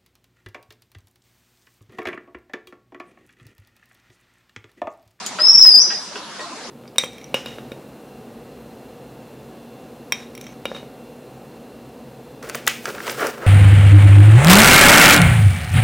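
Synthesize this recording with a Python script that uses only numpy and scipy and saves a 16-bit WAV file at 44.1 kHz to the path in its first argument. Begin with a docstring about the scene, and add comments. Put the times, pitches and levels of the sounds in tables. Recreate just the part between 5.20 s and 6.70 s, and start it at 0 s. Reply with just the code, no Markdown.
"""A soft outdoor wash of noise with tiny low blips is there from the start. A bright tick sounds nearby.
Far off, something hollow is knocked four times a second. With the first knock, a small bird on a wire
whistles one loud, high, nearly pure note that arches, sags and flicks up at its end. Trees and walls
scatter it into a dense, beating echo, and the loudest beats overload the recorder. A second tick comes
late in the note. As the echo fades, a faint, wavering tone is heard far away."""
import sys
import numpy as np
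from scipy import signal
from scipy.io import wavfile

SR = 44100
rng = np.random.default_rng(int(sys.argv[2]) if len(sys.argv) > 2 else 0)


def dump(signal):
    """Clip the signal to [-1, 1] and save it as 16-bit WAV at the path in sys.argv[1]."""
    limited = np.clip(np.atleast_2d(signal).T, -1, 1)
    pcm = np.round(limited * 32767).astype(np.int16)
    wavfile.write(sys.argv[1], SR, pcm)


N = 66150   # 1.5 seconds


def from_db(db):
    """Turn decibels into a number to multiply by."""
    return 10 ** (np.asarray(db) / 20)


def rms_one(x):
    """Scale a signal so its average size (rms) is 1."""
    return x / np.sqrt(np.mean(x ** 2) + 1e-20)


def in_time(rows):
    """Join a table's points in time with straight lines: one curve for each later column."""
    times_s, *columns = np.transpose(rows)
    return [np.interp(np.arange(N) / SR, times_s, column) for column in columns]


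def at_hz(points, hz):
    """Read a table at any pitch, with octaves evenly spaced."""
    pitches_hz, values = np.transpose(points)
    return np.interp(np.log(hz), np.log(pitches_hz), values)


def drift(rate_hz):
    """A smooth random wander of about plus or minus 1; a higher rate wanders faster."""
    step, settle = 40, 2000   # samples per step, opening steps thrown away
    r = np.exp(-2 * np.pi * step * rate_hz / SR)
    noise = rng.standard_normal(N // step + settle + 2)
    slow = signal.lfilter([1], [1, -2 * r, r * r], noise)[settle:]
    return np.interp(np.arange(N) / step, np.arange(len(slow)), rms_one(slow))


def stereo(pair, alike):
    """Mix two unrelated signals into left and right: alike 0 is wide, 1 is the same in both ears."""
    return np.sqrt((1 + alike) / 2) * pair[0] + np.sqrt((1 - alike) / 2) * pair[1] * [[1], [-1]]


def ring(force, hz, fade_s, soften=False):
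    """Ring at one pitch when pushed. Here and below, fade_s is the time to fall by 60 dB."""
    r, w = from_db(-60 / (fade_s * SR)), 2 * np.pi * hz / SR
    gain = 1 - r if soften else 1   # keeps a ringing input from piling up
    return signal.lfilter([0, gain * np.sin(w)], [1, -2 * r * np.cos(w), r * r], force)


def struck(blows, modes, level_db, rattle_s, band_hz):
    """Each blow is a brief rattle of contacts that sets the object's own pitches (modes) ringing."""
    t = np.arange(int(.03 * SR)) / SR
    out = 0
    for hz, mode_db, fade_s in modes:
        octaves_up = np.log2(hz / np.sqrt(np.prod(band_hz)))   # from the middle of the band
        force = np.full(N, 1e-18)
        for start_s, strength_db, brightness in blows:
            rattle = rng.standard_normal(len(t)) * np.exp(-t / rattle_s) / np.sqrt(rattle_s * SR)
            gain = from_db(strength_db + level_db + mode_db + brightness * octaves_up)
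            start = int(start_s * SR)
            force[start:start + len(t)] += gain * rattle
        out = out + ring(force, hz, fade_s)
    return signal.sosfilt(signal.butter(4, band_hz, "band", fs=SR, output="sos"), out)


def scatter(x, echo_db, fade_s, alike=0.26, left_db=0):
    """The direct sound plus countless small echoes from all round, made with a fading burst of noise."""
    t = np.arange(N) / SR
    rise_s, early_fade_s, farthest_s = 0.0035, 0.1, .31
    early = from_db(5.5 - 60 * t / early_fade_s)   # near leaves and walls echo strongly
    late = from_db(-60 * t / fade_s - 6 * (t > farthest_s))   # weaker past the farthest reflectors
    shape = (1 - np.exp(-t / rise_s)) * (late + early)
    tail = stereo(rng.standard_normal((2, N)), alike) * shape / np.sqrt(np.sum(shape ** 2))
    direct = x * from_db([[left_db / 2], [-left_db / 2]])
    return direct + from_db(echo_db) * signal.fftconvolve(np.atleast_2d(x), tail, axes=1)[:, :N]


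def wash():
    """Soft outdoor noise, built from bands a third of an octave wide that each flicker a little."""
    # how strong the low and high parts are: pitch_hz, relative_db
    tone_colour = [(25, -31), (50, -34), (80, -16), (125, -15), (190, 0), (260, -11), (400, -7.5),
                   (600, -7.5), (800, -4), (1050, -4), (1300, -4.5), (1700, -7.5), (2500, -9), (3100, -11),
                   (4600, -6), (6400, -12), (8200, -17), (10500, -22.5), (12500, -20)]
    # how alike the two ears are: pitch_hz, likeness (0 to 1)
    likeness = [(30, .25), (70, .3), (140, 0.96), (300, 0.75), (600, 0.79), (1200, 0.8), (2500, 0.58),
                (5000, 0.22), (9000, 0.038)]
    # loudness of the whole wash: time_s, level_db
    loudness = [(0.0, -32.5), (0.354, -34), (0.7, -36), (1.5, -36)]
    out, edges_hz = 0, 22 * 2 ** np.arange(0, 9.5, 1 / 3)
    white = rng.standard_normal((2, 2, N))
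    for k, (low, high) in enumerate(zip(edges_hz, edges_hz[1:])):
        hz = np.sqrt(low * high)
        pair = signal.sosfilt(signal.butter(2, [low, high], "band", fs=SR, output="sos"), white[k % 2])
        flicker_db = 2.36 * drift(rate_hz=7.1)
        out = out + from_db(at_hz(tone_colour, hz) + flicker_db) * stereo(pair, at_hz(likeness, hz))
    out = signal.sosfilt(signal.cheby2(10, 40, 12100, fs=SR, output="sos"), out)   # cut the top hiss
    return from_db(in_time(loudness)[0]) * rms_one(out)


def blips():
    """Tiny random pushes each ring one of 24 low pitches, making soft, short blips in the wash."""
    per_s, level_db, fade_s = 120, -43, .06
    pushes = (rng.random(N) < per_s / SR) * from_db(3.7 * rng.standard_normal(N))
    chosen_pitch, out = rng.integers(0, 24, N), 0
    for k, hz in enumerate(np.geomspace(230, 1250, num=24)):
        ping = ring(pushes * (chosen_pitch == k) + 1e-18, hz, fade_s)
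        out = out + ring(ping, hz, fade_s, soften=True)   # ringing twice makes each blip swell in
    return from_db(level_db) * rms_one(out)


def ticks():
    """Two sharp taps nearby ring high and die fast; the first is a quick double contact."""
    # the contacts: start_s, strength_db, brightness_db_per_octave
    taps = [(.0625, -24, 2.5), (.0672, -37, -3), (.553, -30.5, 5)]
    # how a tick rings: pitch_hz, relative_db, fade_s
    modes = [(3200, -5.5, 0.01), (4900, 3, 0.0034), (5760, -6, 0.0075), (6790, -2, 0.021),
             (7590, -1, 0.0071), (8700, -12, 0.0039), (9600, -10, 0.0063), (12000, -7, 0.0024),
             (13000, -27, .005)]
    clicks = struck(taps, modes, level_db=10, rattle_s=.0035, band_hz=(2800, 14000))
    return scatter(clicks, echo_db=-0.5, fade_s=0.059)


def knocks():
    """Something hollow rings far off at each blow, and a brighter second contact follows at once."""
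    # the blows: start_s, strength_db, brightness_db_per_octave
    blows = [(0.1857, -21, -1), (0.4478, -25.5, -0.5), (0.7028, -25, .5), (.955, -29, -1),
             (1.1927, -26, -2.5)]
    # how the hollow thing rings: pitch_hz, relative_db, fade_s
    body_modes = [(341.5, -19, 0.16), (604, -11, 0.097), (1028, -4, 0.038), (1420, -2, 0.021),
                  (1610, -9, 0.032), (1886, -4.5, 0.067), (2306, -4.5, 0.019), (2630, -3, 0.023),
                  (3020, -5.5, 0.023), (3330, -6, 0.029), (3660, -8.5, 0.03)]
    # how the second contact rings: pitch_hz, relative_db, fade_s
    rebound_modes = [(4180, 8, 0.0046), (4500, 5.5, 0.018), (5250, -3, 0.0059), (5530, -4, 0.0067),
                     (6800, -4, 0.0033), (7700, 0, .004)]
    rattle_s, rebound_s = 0.0058, 0.013
    rebounds = [(start_s + rebound_s, strength_db, 0) for start_s, strength_db, _ in blows]
    body = struck(blows, body_modes, level_db=4.5, rattle_s=rattle_s, band_hz=(306, 3800))
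    bounce = struck(rebounds, rebound_modes, level_db=-3.5, rattle_s=rattle_s, band_hz=(3600, 8500))
    return scatter(body + bounce, echo_db=1, fade_s=0.13, alike=0.74)


def bird_whistle():
    """A gliding pure tone and its faint octave, a little to the left, echoing off trees and walls."""
    # the bird's note: time_s, pitch_hz, level_db, octave_db (compared with the note)
    note = [(.186, 4710, -40, -23), (.2, 4930, -25, -32), (.22, 5112, -15, -30), (.25, 5250, -14.5, -38),
            (.28, 5345, -9, -38.5), (.305, 5359, -12, -39), (.317, 5600, -15.5, -38),
            (.328, 5340, -19, -35), (.355, 5470, -9.5, -36.5), (.385, 5347, -17.5, -34),
            (.418, 5320, -4, -41.5), (.44, 5143, -13.5, -41), (.455, 5083, -10, -31), (.475, 5048, -9, -35),
            (.51, 4968, -14, -28), (.54, 4927, -11, -31.5), (.572, 4965, -9, -34), (.588, 5183, -17.5, -28),
            (.607, 5545, -14.5, -43), (.625, 6060, -15.5, -60), (.634, 6400, -41, -48)]
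    # how unsteady the pitch is: time_s, wobble_hz
    wobble = [(.2, 10), (.3, 18), (.34, 55), (.44, 55), (.5, 25), (.58, 15), (.63, 30)]
    pitch_hz, level_db, octave_db = in_time(note)
    wobble_hz = in_time(wobble)[0] * drift(rate_hz=120)
    phase = 2 * np.pi * np.cumsum(pitch_hz + wobble_hz) / SR
    t = np.arange(N) / SR
    singing = (t > note[0][0]) * (t < note[-1][0])
    level = np.sqrt(2) * from_db(level_db) * singing
    tone = level * np.sin(phase)
    octave = level * from_db(octave_db) * np.sin(2 * phase)
    return (scatter(tone, echo_db=2, fade_s=0.63, left_db=5.5)
            + scatter(octave, echo_db=3.5, fade_s=0.6, left_db=5.5))


def far_tone():
    """A faint, wavering tone far off: a narrow band of noise that follows a pitch curve."""
    # the tone's path: time_s, pitch_hz, level_db
    path = [(.85, 959, -62), (.93, 975, -59), (.97, 995, -38.5), (1.05, 985, -49), (1.12, 1100, -49),
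            (1.17, 1080, -45.5), (1.24, 1067, -40), (1.3, 1050, -50), (1.34, 1025, -33.5),
            (1.375, 961, -48.5), (1.41, 935, -52), (1.46, 925, -45), (1.5, 1020, -43)]
    pitch_hz, level_db = in_time(path)
    phase = 2 * np.pi * np.cumsum(pitch_hz) / SR
    waver_hz = 16.5
    return from_db(level_db) * (drift(waver_hz) * np.sin(phase) + drift(waver_hz) * np.cos(phase))


def scene():
    """Add up all the sounds, in the order they are first heard."""
    return wash() + blips() + ticks() + knocks() + bird_whistle() + far_tone()


def record(dry):
    """The recorder squashes peaks that near or pass full scale (1), then cuts the highest treble."""
    sharpness, cutoff_hz = 12.0, 16200
    squashed = dry / (1 + np.abs(dry) ** sharpness) ** (1 / sharpness)
    return signal.sosfilt(signal.cheby2(12, 70, cutoff_hz, fs=SR, output="sos"), squashed)


dry = scene()
out = record(dry)
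dump(out)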